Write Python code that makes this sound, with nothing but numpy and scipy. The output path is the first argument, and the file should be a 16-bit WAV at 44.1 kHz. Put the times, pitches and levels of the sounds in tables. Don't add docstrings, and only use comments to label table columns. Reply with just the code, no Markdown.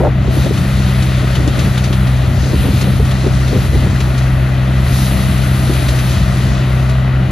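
import sys
import numpy as np
from scipy import signal
from scipy.fft import rfft, irfft, next_fast_len
from scipy.io import wavfile
from scipy.ndimage import uniform_filter1d, minimum_filter1d

SR = 44100
rng = np.random.default_rng(int(sys.argv[2]) if len(sys.argv) > 2 else 0)


def waveform_to_disk(signal):
    frames = np.transpose(np.atleast_2d(signal))
    scaled = np.clip(frames, -1, 1) * 32767
    samples = np.round(scaled).astype(np.int16)
    wavfile.write(sys.argv[1], SR, samples)


def natural_amplitude(level_db):
    exponent = np.asarray(level_db, float) / 20
    return 10 ** exponent


N = 322371
FAST = next_fast_len(N)
HZ = np.maximum(np.arange(FAST // 2 + 1) * SR / FAST, 1)
TOP_HZ = 15900


def level(x, db):
    return x * natural_amplitude(db) / np.sqrt(np.mean(x ** 2))


def columns(table):
    s, *rest = np.transpose(table)
    return [np.interp(np.arange(N) / SR, s, c) for c in rest]


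def on_hz(table):
    f, *rest = np.transpose(table)
    return [np.interp(np.log(HZ), np.log(f), c) for c in rest]


def back(spec):
    return irfft(spec, FAST)[..., :N]


def colour(x, table):
    return back(rfft(x, FAST) * natural_amplitude(on_hz(table)[0]))


def walk(rate):
    hold = int(SR / rate)
    steps = np.repeat(rng.standard_normal(N // hold + 1), hold)
    return 1.15 * uniform_filter1d(uniform_filter1d(steps, hold), hold)[:N]


def restless(x, lo_hz, shared_db, own_db, rate):
    spec, shared, out = rfft(x, FAST), walk(rate), 0
    within = np.clip(HZ, lo_hz, 32 * lo_hz)
    for hz in lo_hz * 2. ** np.arange(6):
        share = np.cos(np.clip(np.log2(within / hz), -1, 1) * np.pi / 2) ** 2
        out = out + back(spec * share) * natural_amplitude(shared_db * shared + own_db * walk(rate))
    return out


def add(out, s, burst):
    i = int(s * SR)
    out[..., i:i + burst.shape[-1]] += burst[..., :N - i]


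SLAP_RISE_MS = 5.94
# (time [s], peak level [dB], centre frequency [Hz])
AIR_SLAPS = [(0.004, -4.5, 420), (0.03, -4.5, 500), (0.046, -4.5, 480), (0.066, -7, 594), (0.275, -11, 360),
             (0.365, -11.5, 248), (0.455, -10.5, 340), (0.505, -7, 390), (0.793, -16, 256),
             (1.238, -12.5, 245), (1.397, -10.5, 258), (1.45, -21, 256), (1.472, -7.5, 254),
             (1.577, -11.5, 252), (1.66, -13, 244), (1.901, -13.5, 267), (2.451, -14.5, 288),
             (2.528, -8, 292), (2.639, -15, 278), (2.679, -7, 272), (2.822, -16, 250), (2.998, -9, 356),
             (3.26, -4.5, 327), (3.527, -12, 400), (3.554, -9.5, 415), (3.749, -10, 254), (3.857, -15, 255),
             (4.687, -14.5, 246), (5.694, -10, 270), (5.73, -26, 277)]


def slaps():
    out = np.zeros(N)
    t = np.arange(int(.09 * SR)) / SR
    age = t * 1000 / SLAP_RISE_MS
    for s, db, hz in AIR_SLAPS:
        b, a = signal.butter(2, [hz / 1.38, hz * 1.32], "band", fs=SR)
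        eddy = signal.lfilter(b, a, rng.standard_normal(len(t))) * age * np.exp(1 - age)
        add(out, s, natural_amplitude(db) * eddy / np.abs(eddy).max())
    return out


def wake():
    width_s = 0.025
    first_gust_s, first_gust_db = 0.099, -11.5
    t = np.arange(0, N, 64) / SR
    power = natural_amplitude(2 * first_gust_db) * np.clip((first_gust_s - t) / 0.0049, 0, 1)
    for s, db, _ in AIR_SLAPS:
        distance = np.clip((t - s - SLAP_RISE_MS / 1000) / width_s, -9, 9)
        power = power + natural_amplitude(2 * db) * np.exp(-distance ** 2)
    return np.interp(np.arange(N) / SR, t, power)


# (time [s], rumble level [dB])
WIND_GUSTS = [(0, -21), (.5, -18.5), (.9, -19.5), (1.18, -23), (1.45, -18.5), (1.7, -18), (1.85, -22),
              (2.4, -20), (2.9, -15), (3.2, -20.5), (3.75, -16.5), (4.2, -23), (4.8, -21.5), (5.4, -20.5),
              (5.75, -20.5), (6.5, -20.5), (6.76, -24.5), (7.0, -22.5)]
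# (frequency [Hz], density [dB per Hz])
RUMBLE_SPECTRUM = [(25, -34), (42, -5), (62, -1), (90, -1), (115, -6), (170, -8), (240, -15), (320, -18),
                   (600, -61.5)]
# (frequency [Hz], density [dB per Hz])
BUFFET_SPECTRUM = [(100, -25), (200, 5.5), (300, -2.5), (480, -3.5), (750, -14), (1000, -19), (1600, -71)]


def wind():
    buffet_under_rumble_db = -8
    wake_rumble_db, wake_buffet_db = -15.5, -11
    gust_db, = columns(WIND_GUSTS)
    near = wake()
    rumble_power = natural_amplitude(2 * gust_db) + near * natural_amplitude(2 * wake_rumble_db)
    buffet_power = natural_amplitude(2 * (gust_db + buffet_under_rumble_db)) + near * natural_amplitude(2 * wake_buffet_db)
    buffet_gain = np.sqrt(np.maximum(buffet_power - natural_amplitude(-26.0) ** 2, 0))
    pair = []
    for _ in range(2):
        rumble = level(colour(rng.standard_normal(N), RUMBLE_SPECTRUM), 1.87)
        rumble = rumble * np.sqrt(rumble_power) * natural_amplitude(2.23 * walk(21))
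        buffet = level(colour(rng.standard_normal(N), BUFFET_SPECTRUM), -2.1)
        buffet = buffet * buffet_gain * natural_amplitude(4.9 * walk(40))
        pair.append(rumble + buffet + slaps())
    common = pair[0] * natural_amplitude([[.5], [-.5]])
    opposed = natural_amplitude(-12.5) * pair[1] * np.array([[1], [-1]])
    return common + opposed


# (shaft order, level relative to -18 dB [dB])
SHAFT_ORDERS = [(1, -25), (2, -0.5), (3, -33), (4, 3.5), (5, -55), (6, -13.5), (7, -18), (8, -28), (9, -88),
                (10, -27.5), (11, -26), (12, -24), (14, -67), (15, -50), (17, -35), (18, -20.5), (19, -39),
                (20, -20.5), (21, -32), (22, -25), (23, -27), (24, -26.5)]
# (time [s], shaft speed [turns/s])
SHAFT_SPEED = [(0, 32.4), (.3, 32.33), (.75, 32.22), (1.3, 31.62), (1.7, 31.78), (2.0, 31.68),
               (2.75, 32.33), (3.25, 32.12), (3.75, 32.07), (4.3, 32.17), (4.9, 32.2), (5.3, 32.33),
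               (5.6, 32.25), (6.05, 31.74), (6.45, 31.8), (6.9, 32.3), (7.31, 32.22)]
# (time [s], blade passes lost)
IMPELLER_SLIP = [(0, -.45), (.8, 0), (1.5, .5), (2.2, 1.5), (3.45, 2.5), (4.15, 3.5), (5.25, 4), (5.9, 4.5),
                 (6.8, 5.5), (7.31, 5.68)]


def engine():
    speed_wobble, blade_db = .0004, -25.5
    (hz,), (lost,) = columns(SHAFT_SPEED), columns(IMPELLER_SLIP)
    turn = 2 * np.pi * np.cumsum(hz * (1 + speed_wobble * walk(9))) / SR

    def tone(order, db, late=0):
        return np.sqrt(2) * natural_amplitude(db) * np.cos(order * turn - .012 * order ** 2 - late)

    out = tone(6, blade_db, 2 * np.pi * lost)
    for order, db in SHAFT_ORDERS:
        flicker_db = .5 if order in (2, 4, 6) else 1.8
        out = out + tone(order, db - 18.0 + flicker_db * walk(6))
    return out, turn


# (time [s], level [dB])
LEAF_LOAD = [(0, -36), (.09, -52), (.27, -52), (.35, -33), (.55, -38), (1.5, -38.5), (1.65, -33),
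             (1.8, -40), (2.25, -47), (2.63, -33), (3.2, -40), (3.75, -35), (4.3, -48), (4.78, -48),
             (4.95, -32.5), (5.6, -37), (6.1, -34.5), (7.1, -52)]
# (frequency [Hz], density [dB per Hz])
FAN_SPECTRUM = [(250, -3.5), (370, -6.5), (470, -10), (630, -0.5), (1000, -10.5), (1450, -4.5), (1750, -11),
                (1950, -6.5), (2300, -15), (2500, -12), (4000, -22), (5300, -30.5), (7000, -32.5),
                (12000, -57)]
# (frequency [Hz], density [dB per Hz])
RUSH_SPECTRUM = [(600, -34), (1300, -8), (2200, -1), (3000, -1.5), (4200, -2), (5300, -7), (6500, -7.5),
                 (9000, -8.5), (12000, -54)]
# (frequency [Hz], density [dB per Hz])
HISS_SPECTRUM = [(3000, -42), (5500, -28.5), (7000, -9), (8500, 6.5), (10000, 0.5), (11500, 1),
                 (13000, -3.5), (14500, 0), (15700, -15)]


def blower(turn):
    hiss_db, = columns(LEAF_LOAD)
    load_db = hiss_db + 36
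    roar_db = -27.5 + 0.1047 * load_db
    rush_db = -29.5 + 0.57 * uniform_filter1d(load_db, size=int(2 * .12 * SR))
    chop = 1 + 0.018 * np.cos(2 * turn) + 0.043 * np.cos(turn) + 0.032 * np.cos(3 * turn)
    roar_spectrum = [(70, -53), (170, -3.5)] + FAN_SPECTRUM + [(TOP_HZ, -46)]
    roar = colour(rng.standard_normal((2, N)) * chop, roar_spectrum)
    roar = restless(roar, 440, shared_db=0.0, own_db=0.47, rate=8.2)
    grain_db = rng.exponential(size=N // 40 + 1).repeat(40)[:N]
    grains = rng.standard_normal((2, N)) * natural_amplitude(grain_db)
    rush = restless(colour(grains, RUSH_SPECTRUM), 710, shared_db=-1.0, own_db=2.0, rate=11)
    dust = colour(rng.standard_normal((2, N)), HISS_SPECTRUM)
    hiss = restless(dust, 520, shared_db=-2.0, own_db=1., rate=8)
    loaded = np.sqrt(np.maximum(natural_amplitude(rush_db) ** 2 - natural_amplitude(-39) ** 2, 0))
    return level(roar, 3.46) * natural_amplitude(roar_db) + level(rush, 0.46) * loaded + level(hiss, 0.5) * natural_amplitude(hiss_db)


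# (time [s], peak level [dB], relative level of low part [dB])
TWIG_TICKS = [(0.5322, -29, 8), (0.573, -23.5, -1), (0.63, -34, -7), (0.6546, -54, -1), (1.0226, -23.5, 1),
              (1.351, -27, 12), (1.474, -19, -2), (1.5894, -19.5, -3.5), (1.756, -31, 3),
              (1.7748, -25, 10.5), (1.839, -20.5, -1), (1.926, -24, 7), (2.81, -16, -10), (3.049, -23, -7),
              (3.1095, -25, 4), (3.476, -24, 3), (4.002, -22, 1.5), (4.1776, -23, -17), (4.971, -28, -15),
              (5.0559, -28, -15), (2.069, -28, -3), (5.377, -30, -8), (5.432, -28, -5), (5.7335, -24, -6),
              (5.884, -18.5, -3.5), (5.9594, -27, -7), (5.9863, -22, 0.5), (6.0781, -30, -8),
              (6.3674, -32, -7), (6.8927, -26, -10)]


def ticks():
    high, low = np.zeros((2, 2, N))
    t = np.arange(int(.06 * SR)) / SR
    shape = (1 - np.exp(-t / 0.002)) * np.exp(-t / 0.014)
    for s, db, low_db in TWIG_TICKS:
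        burst = shape * rng.standard_normal((2, len(t)))
        add(high, s, natural_amplitude(db - 7.0) * burst)
        add(low, s, natural_amplitude(db + low_db + 9.0) * burst)
    bright = colour(high, [(2500, 7), (4500, 10.0), (9000, 7.5), (13000, -24)])
    dull = colour(low, [(700, -4), (1600, -5), (3600, -3.5), (5500, -24)])
    return bright + dull


# (frequency [Hz], right gain [dB], right lead [rad], second path share, unrelated share)
PORT_PAIR = [(50, -1, 0, 0, .1), (430, -1, 0, .1, .4), (650, -6.5, -.4, .85, .55), (1500, -7.5, 0, .75, .6),
             (2200, -4.5, -.2, .3, .5), (3000, -4.5, -.4, .12, .6), (4000, 0, -.2, 0, .3),
             (5300, -3, -1.1, 0, .9), (6000, -4, .2, 0, .8), (7600, -.5, 2.7, 0, .55),
             (8900, 0, 3.7, 0, .5), (10300, .5, 5.5, 0, .6), (12600, 0, 6.7, 0, .5), (13800, 0, 9.0, 0, .5),
             (15900, 0, 9.8, 0, .5)]
CANCELLATIONS = [0, 770, 1540, 2200, 2780, 3400, 4000]


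def ports(drone, noise):
    gain_db, lead, second, apart = on_hz(PORT_PAIR)
    cycles = np.interp(HZ, CANCELLATIONS, np.arange(len(CANCELLATIONS)))
    two_paths = 1 - second * np.exp(-2j * np.pi * cycles)
    left, scattered = rfft(drone + noise[0], FAST), rfft(noise[1], FAST)
    related = np.sqrt(1 - apart ** 2) * two_paths * np.exp(1j * lead) * left
    right = natural_amplitude(gain_db) * (related + apart * scattered)
    return back(np.array([left, right]) * (HZ < TOP_HZ))


def scene():
    duck_s, duck_db = .5, -11
    air = wind()
    drone, turn = engine()
    machine = ports(drone, blower(turn) + ticks())
    strength = uniform_filter1d(air[0] ** 2, size=int(duck_s * SR))
    return (machine + air) / np.sqrt(1 + strength / natural_amplitude(2 * duck_db)) * natural_amplitude(2.0)


# (low edge [Hz], high edge [Hz], share of time blocks kept)
EDGE_BANDS = [(7250, 7500, .93), (7500, 7700, .75), (8000, 8800, .06), (8800, 9200, .75), (9200, 9600, .92),
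              (12900, 13300, .9), (13300, 13750, .55), (13750, 14100, .06), (14100, 15900, .015)]


def ragged(spec):
    out = 0
    for lo, hi, share in EDGE_BANDS:
        chance = uniform_filter1d(rng.standard_normal(N // 1024 + 2), size=2)
        kept = 1. * (chance < np.quantile(chance, share))
        gate = uniform_filter1d(np.roll(kept.repeat(1024), 751)[:N], size=700)
        out = out + back(spec * (HZ >= lo) * (HZ <= hi)) * gate
    return out


def roll_off(x):
    return signal.sosfilt(signal.butter(12, 15900, fs=SR, output="sos"), x)


# (low edge [Hz], high edge [Hz])
SUM_GAPS = [(7250, 9600), (12900, 22050)]
# (low edge [Hz], high edge [Hz])
DIFFERENCE_GAPS = [(10400, 13000)]


def record(dry):
    dry = signal.sosfilt(signal.butter(3, 40, "high", fs=SR, output="sos"), dry)
    peak = uniform_filter1d(-minimum_filter1d(-np.abs(dry).max(axis=0), size=2400), size=1200)
    left, right = rfft(dry * np.minimum(1, .9 / peak) ** .9, FAST)
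    middle, side = (left + right) / 2, (left - right) / 2
    both = middle * np.prod([(HZ < lo) | (HZ > hi) for lo, hi in SUM_GAPS], axis=0)
    apart = side * np.prod([(HZ < lo) | (HZ > hi) for lo, hi in DIFFERENCE_GAPS], axis=0)
    mix = back(np.array([both + apart, both - apart])) + ragged(middle)
    return roll_off(mix)


dry = scene()
out = record(dry)
waveform_to_disk(out)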